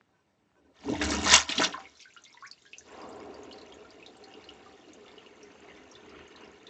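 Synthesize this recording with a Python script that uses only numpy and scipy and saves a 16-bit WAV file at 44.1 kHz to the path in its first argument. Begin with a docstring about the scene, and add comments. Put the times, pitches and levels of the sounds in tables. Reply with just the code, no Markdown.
"""Toilet flush, close up

A small quiet bathroom, one microphone just over the bowl. After a click and taps on the lever, water
gulps and splashes out of the rim, single bubbles plink in a lull, then a steady swirl rumbles in the
trap under scattered drops. The porcelain bowl colours and echoes the water; the drain hums below."""
import sys
import numpy as np
from scipy import signal
from scipy.fft import rfft, irfft
from scipy.io import wavfile
from scipy.ndimage import uniform_filter1d

SR = 44100
rng = np.random.default_rng(int(sys.argv[2]) if len(sys.argv) > 2 else 0)


def output_pcm(signal):
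    """Save a mono or channel-first signal as 16-bit PCM at the path in sys.argv[1].

    Samples are clipped to [-1, 1] before scaling.
    """
    pcm = np.clip(np.atleast_2d(signal).T, -1, 1) * 32767
    wavfile.write(sys.argv[1], SR, np.round(pcm).astype(np.int16))


N = 295029
T = np.arange(N) / SR


def gain(db):
    """Decibels to amplitude."""
    return 10 ** (np.asarray(db) / 20)


def unit_rms(x):
    """Scales to an rms of one."""
    return x / np.sqrt(np.mean(x ** 2) + 1e-20)


def at_pitch(points, hz):
    """Reads a curve on a log-frequency axis."""
    f, value = np.transpose(points)
    return np.interp(np.log(hz + 1), np.log(f + 1), value)


def fader(rows, column=1):
    """Gain over time from a column of levels, silent before the first row."""
    rows = np.array(rows)
    return gain(np.interp(T, rows[:, 0], rows[:, column], left=-200))


def add(mix, start_s, sound):
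    """Mixes a sound in at a time."""
    part = mix[round(start_s * SR):][:len(sound)]
    part += sound[:len(part)]


def faded(x, share):
    """Fades in and out; the two fades together take this share of the length."""
    return x * signal.windows.tukey(len(x), share)


def resonate(x, hz, width_hz):
    """Rings x through one resonance."""
    return signal.lfilter(*signal.iirpeak(hz, hz / width_hz, SR), x)


def churn(patchy_db, flicker_db, size):
    """Noise with drifting patches and a flicker shared by all pitches, in frames of size samples."""
    frames = 4 * N // size + 5
    real, imag, patches = rng.standard_normal((frames, size // 2 + 1, 3)).T
    patches = uniform_filter1d(patches, size=size // 64, axis=0)  # across pitch
    patches = unit_rms(uniform_filter1d(patches, size=9, axis=1))  # across time
    flicker = unit_rms(uniform_filter1d(rng.standard_normal(frames), size=3))
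    spectra = (real + 1j * imag) * gain(patchy_db * patches + flicker_db * flicker)
    return unit_rms(signal.istft(spectra, nperseg=size, noverlap=3 * size // 4)[1][:N])


def burst(hz, octaves, t60):
    """Crackling noise around one pitch, sudden and short."""
    t, f = np.arange(4096) / SR, np.fft.rfftfreq(4096, 1 / SR)
    grit = rng.standard_normal(4096) * gain(4 * rng.standard_normal(4096))
    band = np.exp(-(np.log2((f + 1) / hz) / octaves) ** 2)
    crackle = unit_rms(irfft(rfft(grit) * band))
    return crackle * gain(-60 * t / t60) * (1 - np.exp(-t / 0.0015))


def ping(hz, t60, glide=0):
    """A dying sine, as of a ringing pocket of air; glide is in octaves a second."""
    t = np.arange(int(1.2 * t60 * SR) + 20) / SR
    turns = np.cumsum(np.minimum(hz * 2 ** (glide * t), SR / 4)) / SR
    attack = 1 - np.exp(-t * hz / .7)
    return np.sin(2 * np.pi * turns) * gain(-60 * t / t60) * attack


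def swarm(lo_hz, hi_hz, per_s, cycles, spread_db, sizes=28):
    """Bubbles of many sizes, each climbing in pitch as it nears the surface; a few stand out."""
    out = np.zeros(N)
    strength = gain(spread_db * np.minimum(rng.exponential(1, N), 4))
    births = strength * (rng.random(N) < per_s / SR)
    size = rng.integers(0, sizes, N)
    for k, hz in enumerate(np.geomspace(lo_hz, hi_hz, sizes)):
        bubble = ping(hz, t60=cycles / hz, glide=.2 * hz / cycles)
        out += signal.oaconvolve(births * (size == k), bubble / np.linalg.norm(bubble) / np.sqrt(hz))[:N]
    tilt = np.clip(np.fft.rfftfreq(N, 1 / SR), lo_hz, hi_hz)  # evens the level per Hz
    return unit_rms(irfft(rfft(out) * tilt, N))


# resonances of the air in bowl and rim: f/Hz, width/Hz, relative level/dB
HOLLOWS = [(76, 12, -6), (197, 25, -3), (293, 50, 0), (425, 60, -1), (624, 38, 0), (762, 24, 0),
           (972, 50, 0), (1345, 70, -3), (1840, 60, -2), (2225, 50, -4), (2810, 110, -3), (3650, 90, -8),
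           (5750, 80, -9)]


def coloured(x, spectrum, hollow_db):
    """Shapes x by a spectrum and the bowl's hollows, at unit rms; hollow_db sets how much they ring."""
    hz = np.fft.rfftfreq(len(x), 1 / SR)
    lift = sum(gain(hollow_db + db) / (1 + (2 * (hz - f) / width) ** 2) for f, width, db in HOLLOWS)
    return unit_rms(irfft(rfft(x) * gain(at_pitch(spectrum, hz)) * (1 + lift), len(x)))


# the bathroom's still air: f/Hz, relative level/dB
ROOM_SPECTRUM = [(15, -39.5), (25, -33), (108, -1.5), (141, -4.5), (550, -10), (812, -12), (1090, -17),
                 (1490, -17), (8400, -30.5), (10900, -95), (18500, -120)]


def room_tone():
    """The low, faint noise of the room, as heard over the bowl."""
    return gain(-72) * coloured(churn(1.2, .6, size=1024), ROOM_SPECTRUM, hollow_db=.5)


# whistles in the background: t/s, length/s, level/dB, f/Hz, width/Hz
WHISTLES = [(2.921, 0.45, -58, 756, 10), (4.053, 0.83, -63.5, 770, 22), (5.001, 1.8, -77.5, 6330, 58)]


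def whistles():
    """The refilling pipework sings in narrow bands of noise that come and go softly."""
    out = np.zeros(N)
    for start, length, db, hz, width in WHISTLES:
        tone = resonate(rng.standard_normal(2 * SR), hz, width)[:int(length * SR)]
        add(out, start, gain(db) * faded(unit_rms(tone), .4))
    return out


# a short dull click at the very start, then taps on the lever: t/s, level/dB, f/Hz
CLICK_AND_TAPS = [(0.011, -31, 1500), (0.092, -41, 926), (0.517, -39, 1100), (0.556, -42, 1420)]
# squeaks of the lever's hinge: t/s, length/s, level/dB
HINGE_SQUEAKS = [(0.111, 0.13, -81.5), (0.557, 0.051, -76.5), (0.642, .04, -78.5)]
# modes of its metal: f/Hz, width/Hz, relative level/dB
LEVER_MODES = [(995, 58, 1.5), (1520, 17, 1), (2460, 69, -8), (5660, 80, -12)]


def click_and_lever():
    """A dull click; then taps on the lever, faint hinge squeaks and a first gurgle as the valve lifts."""
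    out = np.zeros(N)
    for start, db, hz in CLICK_AND_TAPS:
        add(out, start, gain(db) * ping(hz, t60=.002))
    for start, length, db in HINGE_SQUEAKS:
        rub = rng.standard_normal(8192)[:int(length * SR)]
        squeak = sum(gain(level) * unit_rms(resonate(rub, hz, width)) for hz, width, level in LEVER_MODES)
        add(out, start, gain(db) * faded(squeak, .4))
    start_s, end_s = .555, .79
    gurgle = swarm(330, 620, per_s=160, cycles=42, spread_db=1.7, sizes=8)
    add(out, start_s, gain(-68) * faded(gurgle[:int((end_s - start_s) * SR)], .2))
    return out


# hum of the drain under the bowl during the surge: t/s, level/dB
DRAIN_LEVELS = [(0.5, -85), (0.78, -76), (0.86, -54.5), (1.07, -38), (1.2, -44), (1.4, -45.5), (1.5, -65),
                (1.62, -55), (1.8, -69), (1.95, -109), (2.1, -120)]


def drain_hum():
    """Noise rings in the drain's long air column; after the surge it follows the rumble and wavers."""
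    hz, width, _ = HOLLOWS[0]
    peak = resonate(rng.standard_normal(N), hz, width)
    hum = unit_rms(resonate(peak, hz, width_hz=28))  # steepens the skirts
    waver_db = 3.5 * unit_rms(uniform_filter1d(rng.standard_normal(N), int(.2 * SR)))
    under_swirl = fader(SWIRL_LEVELS) ** .58 * gain(-40.5 + waver_db)
    return (fader(DRAIN_LEVELS) + under_swirl) * hum


# the swirl below the microphone: t/s, rumble level/dB, slosh level/dB
SWIRL_LEVELS = [(1.8, -54.5, -50), (1.95, -77, -91), (2.2, -75.5, -69), (2.6, -76, -76.5), (2.8, -66, -76),
                (2.92, -55, -52.5), (3.08, -46, -59.5), (3.65, -52.5, -60), (4.1, -56, -63.5),
                (4.4, -55.5, -58), (4.85, -56.5, -63.5), (5.1, -56.5, -59), (5.4, -57.5, -60.5),
                (5.63, -55, -58.5), (5.71, -55, -55.5), (5.85, -56.5, -60), (6.1, -55.5, -56),
                (6.19, -52.5, -53), (6.3, -60.5, -59.5), (6.44, -52.5, -54), (6.58, -60, -60.5)]
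# trickle on the bowl's walls: t/s, level/dB
TRICKLE_LEVELS = [(1.8, -69), (1.95, -65), (2.25, -70.5), (2.6, -69), (2.85, -64), (3.3, -67.5), (4.5, -67),
                  (6.6, -71)]
# spectra of the three flows: f/Hz, relative level/dB
RUMBLE_SPECTRUM = [(65, -50), (110, -7), (166, -17), (255, -2.5), (340, -1), (460, -2.5), (640, -10.5),
                   (755, -6.5), (900, -30), (1980, -120)]
SLOSH_SPECTRUM = [(350, 4), (600, -5.5), (768, -7), (853, 5), (2100, 1.5), (2810, 2), (3600, -7.5),
                  (4680, -9), (7920, -120)]
TRICKLE_SPECTRUM = [(590, -96), (1000, -14), (2830, -14), (3510, -6), (6370, -8.5), (7620, -10),
                    (8400, -110), (10900, -63), (18500, -120)]


def swirl():
    """Low churning in the trap, sloshing round the bowl and a thin trickle down the walls."""
    rumble = churn(1.5, .8, size=1024) + .3 * swarm(150, 900, per_s=400, cycles=14, spread_db=2)
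    slosh = churn(1.8, 1.5, size=512) + .4 * swarm(600, 3600, per_s=500, cycles=30, spread_db=2.5)
    trickle = churn(2, 1.5, size=256) + .55 * swarm(1000, 8300, per_s=300, cycles=45, spread_db=4)
    return (fader(SWIRL_LEVELS) * coloured(rumble, RUMBLE_SPECTRUM, hollow_db=-4)
            + fader(SWIRL_LEVELS, column=2) * coloured(slosh, SLOSH_SPECTRUM, hollow_db=0)
            + fader(TRICKLE_LEVELS) * coloured(trickle, TRICKLE_SPECTRUM, hollow_db=-8))


# the returning water: f/Hz, relative level/dB
GUSH_SPECTRUM = [(350, -46), (520, 9), (1100, 6), (1800, -10), (3000, -43.5)]


def gush():
    """Water runs back into the bowl: a smooth midrange rush that swells quickly and drains away."""
    start_s, rise_s, peak_db, fall_db_per_s = 2.797, .22, -49, 20
    t = np.maximum(T - start_s, 0)
    swell = np.minimum(t / rise_s, 1) ** 2
    fall = gain(peak_db - fall_db_per_s * np.maximum(t - rise_s, 0))
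    return swell * fall * coloured(churn(1.1, .79, size=512), GUSH_SPECTRUM, hollow_db=.8)


# the drops that stand out at close range: t/s, level/dB, bubble f/Hz
LOUD_DROPS = [(1.8539, -39, 2165), (1.953, -51, 4130), (1.9715, -48, 5560), (1.995, -47, 3600),
              (2.0054, -47.5, 3020), (2.009, -47, 6030), (2.055, -42.5, 1535), (2.1047, -47, 2370),
              (2.137, -49, 6530), (2.1642, -40.5, 1372), (2.171, -44.5, 2870), (2.2509, -42, 3460),
              (2.3275, -45.5, 5490), (2.3448, -48, 953), (2.373, -42.5, 1960), (2.424, -39.5, 1106),
              (2.4574, -59, 2330), (2.468, -45, 5900), (2.5127, -33.5, 4510), (2.653, -46, 1620),
              (2.6618, -48, 3220), (2.7319, -32.5, 2593), (2.7834, -33, 6040), (2.808, -53, 1695),
              (3.0156, -44, 4880), (3.03, -42, 1113), (3.09, -45.5, 7340), (3.124, -52, 4830),
              (3.1595, -52, 7300), (3.342, -45.5, 4650), (3.4327, -44.5, 6340), (3.5115, -40, 2950),
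              (3.5265, -38.5, 4300), (3.5837, -43.5, 4010), (3.7227, -41, 3240), (3.7415, -49, 6650),
              (3.847, -46.5, 1365), (3.905, -45.5, 4710), (4.026, -42.5, 2546), (4.062, -37, 3700),
              (4.1683, -51, 7400), (4.2388, -40, 4300), (4.338, -41, 2800), (4.441, -45, 4160),
              (4.489, -35.5, 2870), (4.6608, -43, 1176), (4.885, -50, 4060), (5.0801, -44.5, 3500),
              (5.1799, -43.5, 2900), (5.2623, -41.5, 2820), (5.4299, -45, 5610), (5.7088, -48, 1870),
              (5.9134, -45, 5650), (5.9525, -40.5, 3550), (6.36, -42.5, 3890), (6.4356, -49, 2730),
              (6.6683, -37.5, 3620)]
# big bubbles that glide until they burst: t/s, level/dB, f/Hz, t60/s, glide/(octaves a second)
BIG_BUBBLES = [(1.738, -28, 1060, 0.057, -3), (1.785, -36.5, 790, 0.092, -1),
               (2.432, -41.5, 1208, 0.32, 31)]


def plinks():
    """Each drop ticks and splats on the surface and traps a bubble; large bubbles ring longer."""
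    out = np.zeros(N)
    when, size, pitch = rng.random((170, 3)).T  # a scatter of mostly fainter drips
    drip_s = 2 + when ** 3.2 * (T[-1] - 2)  # dense at 2 s, then thinning
    drip_db = -57.5 - 6.5 * (1 + np.log(1 - .98 * size))
    drip_hz = 2010 * (6750 / 2010) ** pitch
    for start, db, hz in [*LOUD_DROPS, *zip(drip_s, drip_db, drip_hz)]:
        ring_s = .014 + .093 * (1000 / hz) ** 2
        add(out, start, gain(db - 1.1) * ping(hz, ring_s, glide=1.4))
        add(out, start, gain(db - 9.5) * burst(1.044 * hz, octaves=.18, t60=.065))  # noisy ring
        add(out, start, gain(db - 8) * burst(1.45 * hz, octaves=.5, t60=.016))  # splat
        add(out, start, gain(db - 13) * burst(4500, octaves=1.3, t60=.006))  # tick
    for start, db, hz, t60, glide in BIG_BUBBLES:
        add(out, start, gain(db) * faded(ping(hz, t60, glide)[:1600], .3))  # gone after 36 ms
    return signal.sosfilt(signal.butter(10, 7700, fs=SR, output="sos"), out)


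# water hitting porcelain just under the microphone: t/s, level/dB, centre f/Hz
SPLASHES = [(0.952, -28, 2220), (1.014, -14.5, 1700), (1.104, -18.5, 5160), (1.118, -19.5, 1840),
            (1.214, -34, 6100), (1.2641, -13, 956), (1.2822, -22, 5600), (1.317, -17, 2210),
            (1.3385, -5.5, 2150), (1.4911, -15.5, 3130), (1.5208, -15.5, 2820), (1.554, -24.5, 3170),
            (1.58, -11.5, 3380), (1.601, -15.5, 1930), (1.619, -12.5, 1420), (1.6436, -11.5, 3580),
            (1.725, -25.5, 3000), (1.738, -22, 1190), (1.7772, -24.5, 930)]


def splashes():
    """Water slaps the porcelain, and the air that it folds in rings for a moment."""
    out = np.zeros(N)
    for start, db, hz in SPLASHES:
        add(out, start, gain(db - 6) * burst(hz, octaves=.62, t60=.039))
        add(out, start, gain(db - 11.5) * ping(hz, t60=.013))
    return out


# the surge from the tank, out of the rim: t/s, gulp level/dB, coarse spray level/dB
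SURGE_LEVELS = [(0.54, -75.5, -94), (0.735, -67, -80.5), (0.755, -80, -65.5), (0.82, -56, -59),
                (0.9, -23.5, -47.5), (1.0, -41.5, -47.5), (1.025, -33, -34), (1.09, -33, -40),
                (1.14, -31.5, -33.5), (1.2, -34, -41.5), (1.3, -30.5, -28), (1.345, -33.5, -17),
                (1.39, -49.5, -30), (1.475, -62.5, -51.5), (1.5, -39.5, -36), (1.55, -56, -41),
                (1.6, -25.5, -37), (1.645, -40, -27.5), (1.69, -38.5, -48.5), (1.83, -69, -60),
                (1.95, -107.5, -68)]
# spectra of its gulp and spray: f/Hz, relative level/dB
GULP_SPECTRUM = [(65, -57.5), (110, -10), (139, -21), (188, -13), (289, -4), (397, -18), (900, -17.5),
                 (1170, -36), (1980, -120)]
SPRAY_SPECTRUM = [(300, -51), (500, -4.5), (960, 4.5), (1800, 3.5), (4000, 1), (6900, 4), (7900, -4.5),
                  (8400, -33), (10000, -47.5)]


def surge():
    """Large bubbles gulp; coarse and fine spray hiss and spatter, brighter when strong."""
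    bubbles = swarm(124.4, 974, per_s=300, cycles=12.9, spread_db=.84)
    gulp = coloured(bubbles + .29 * churn(2.2, 1.1, size=1024), GULP_SPECTRUM, hollow_db=2.7)
    spatter = swarm(500, 8300, per_s=1500, cycles=28, spread_db=3) + churn(3.5, 1.4, size=256)
    spray = coloured(spatter, SPRAY_SPECTRUM, hollow_db=6.5)
    coarse = unit_rms(signal.sosfilt(signal.butter(4, 4000, fs=SR, output="sos"), spray))
    fine = unit_rms(signal.sosfilt(signal.butter(4, 4000, "high", fs=SR, output="sos"), spray))
    force = fader(SURGE_LEVELS, column=2)
    brightness = gain(-1.5) * (force / gain(-30)) ** .31
    fade_out = np.clip((SURGE_LEVELS[-1][0] + .1 - T) / .1, 0, 1)
    return fade_out * (fader(SURGE_LEVELS) * gulp + force * (coarse + brightness * fine))


# decay inside the porcelain bowl: f/Hz, t60/s
BOWL_DECAY = [(200, 0.22), (1000, 0.19), (3000, 0.11), (7000, 0.054)]


def bowl_echoes(x):
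    """Sparse echoes of random sign, one in every 24 samples, each band dying at its own speed."""
    taps = np.zeros(SR // 2)
    slots = np.arange(110, SR // 2 - 24, 24)
    taps[slots + rng.integers(0, 24, len(slots))] = rng.choice([-1., 1.], len(slots))
    hz, t, spectra = signal.stft(taps, SR, nperseg=256)
    decay = gain(-60 * t / at_pitch(BOWL_DECAY, hz)[:, None])
    tail = signal.istft(spectra * decay, SR, nperseg=256)[1]
    return signal.fftconvolve(x, tail / np.linalg.norm(tail))[:N]


def scene():
    """From just over the bowl, in mono: water, its echoes, the pipes, a click, the lever and the room."""
    drops = plinks() + splashes()
    flow = surge() + gush() + swirl()
    echoes = bowl_echoes(gain(-7.5) * drops + gain(-14) * flow)
    room = room_tone()
    return (drops + flow + echoes + drain_hum() + click_and_lever() + whistles() + room)[None]


def record(dry):
    """The microphone drops the deepest bass and rounds the peaks; then a band limit and faint hiss."""
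    thinned = signal.sosfilt(signal.butter(3, 48, "high", fs=SR, output="sos"), dry)
    rounded = .9 * np.tanh(thinned / .9)
    lowpass = signal.firwin(1023, 8500, window=("kaiser", 10), fs=SR)
    hiss = gain(-101) * rng.standard_normal(dry.shape)
    return signal.oaconvolve(rounded, lowpass[None], "same") + hiss


dry = scene()
out = record(dry)
output_pcm(out)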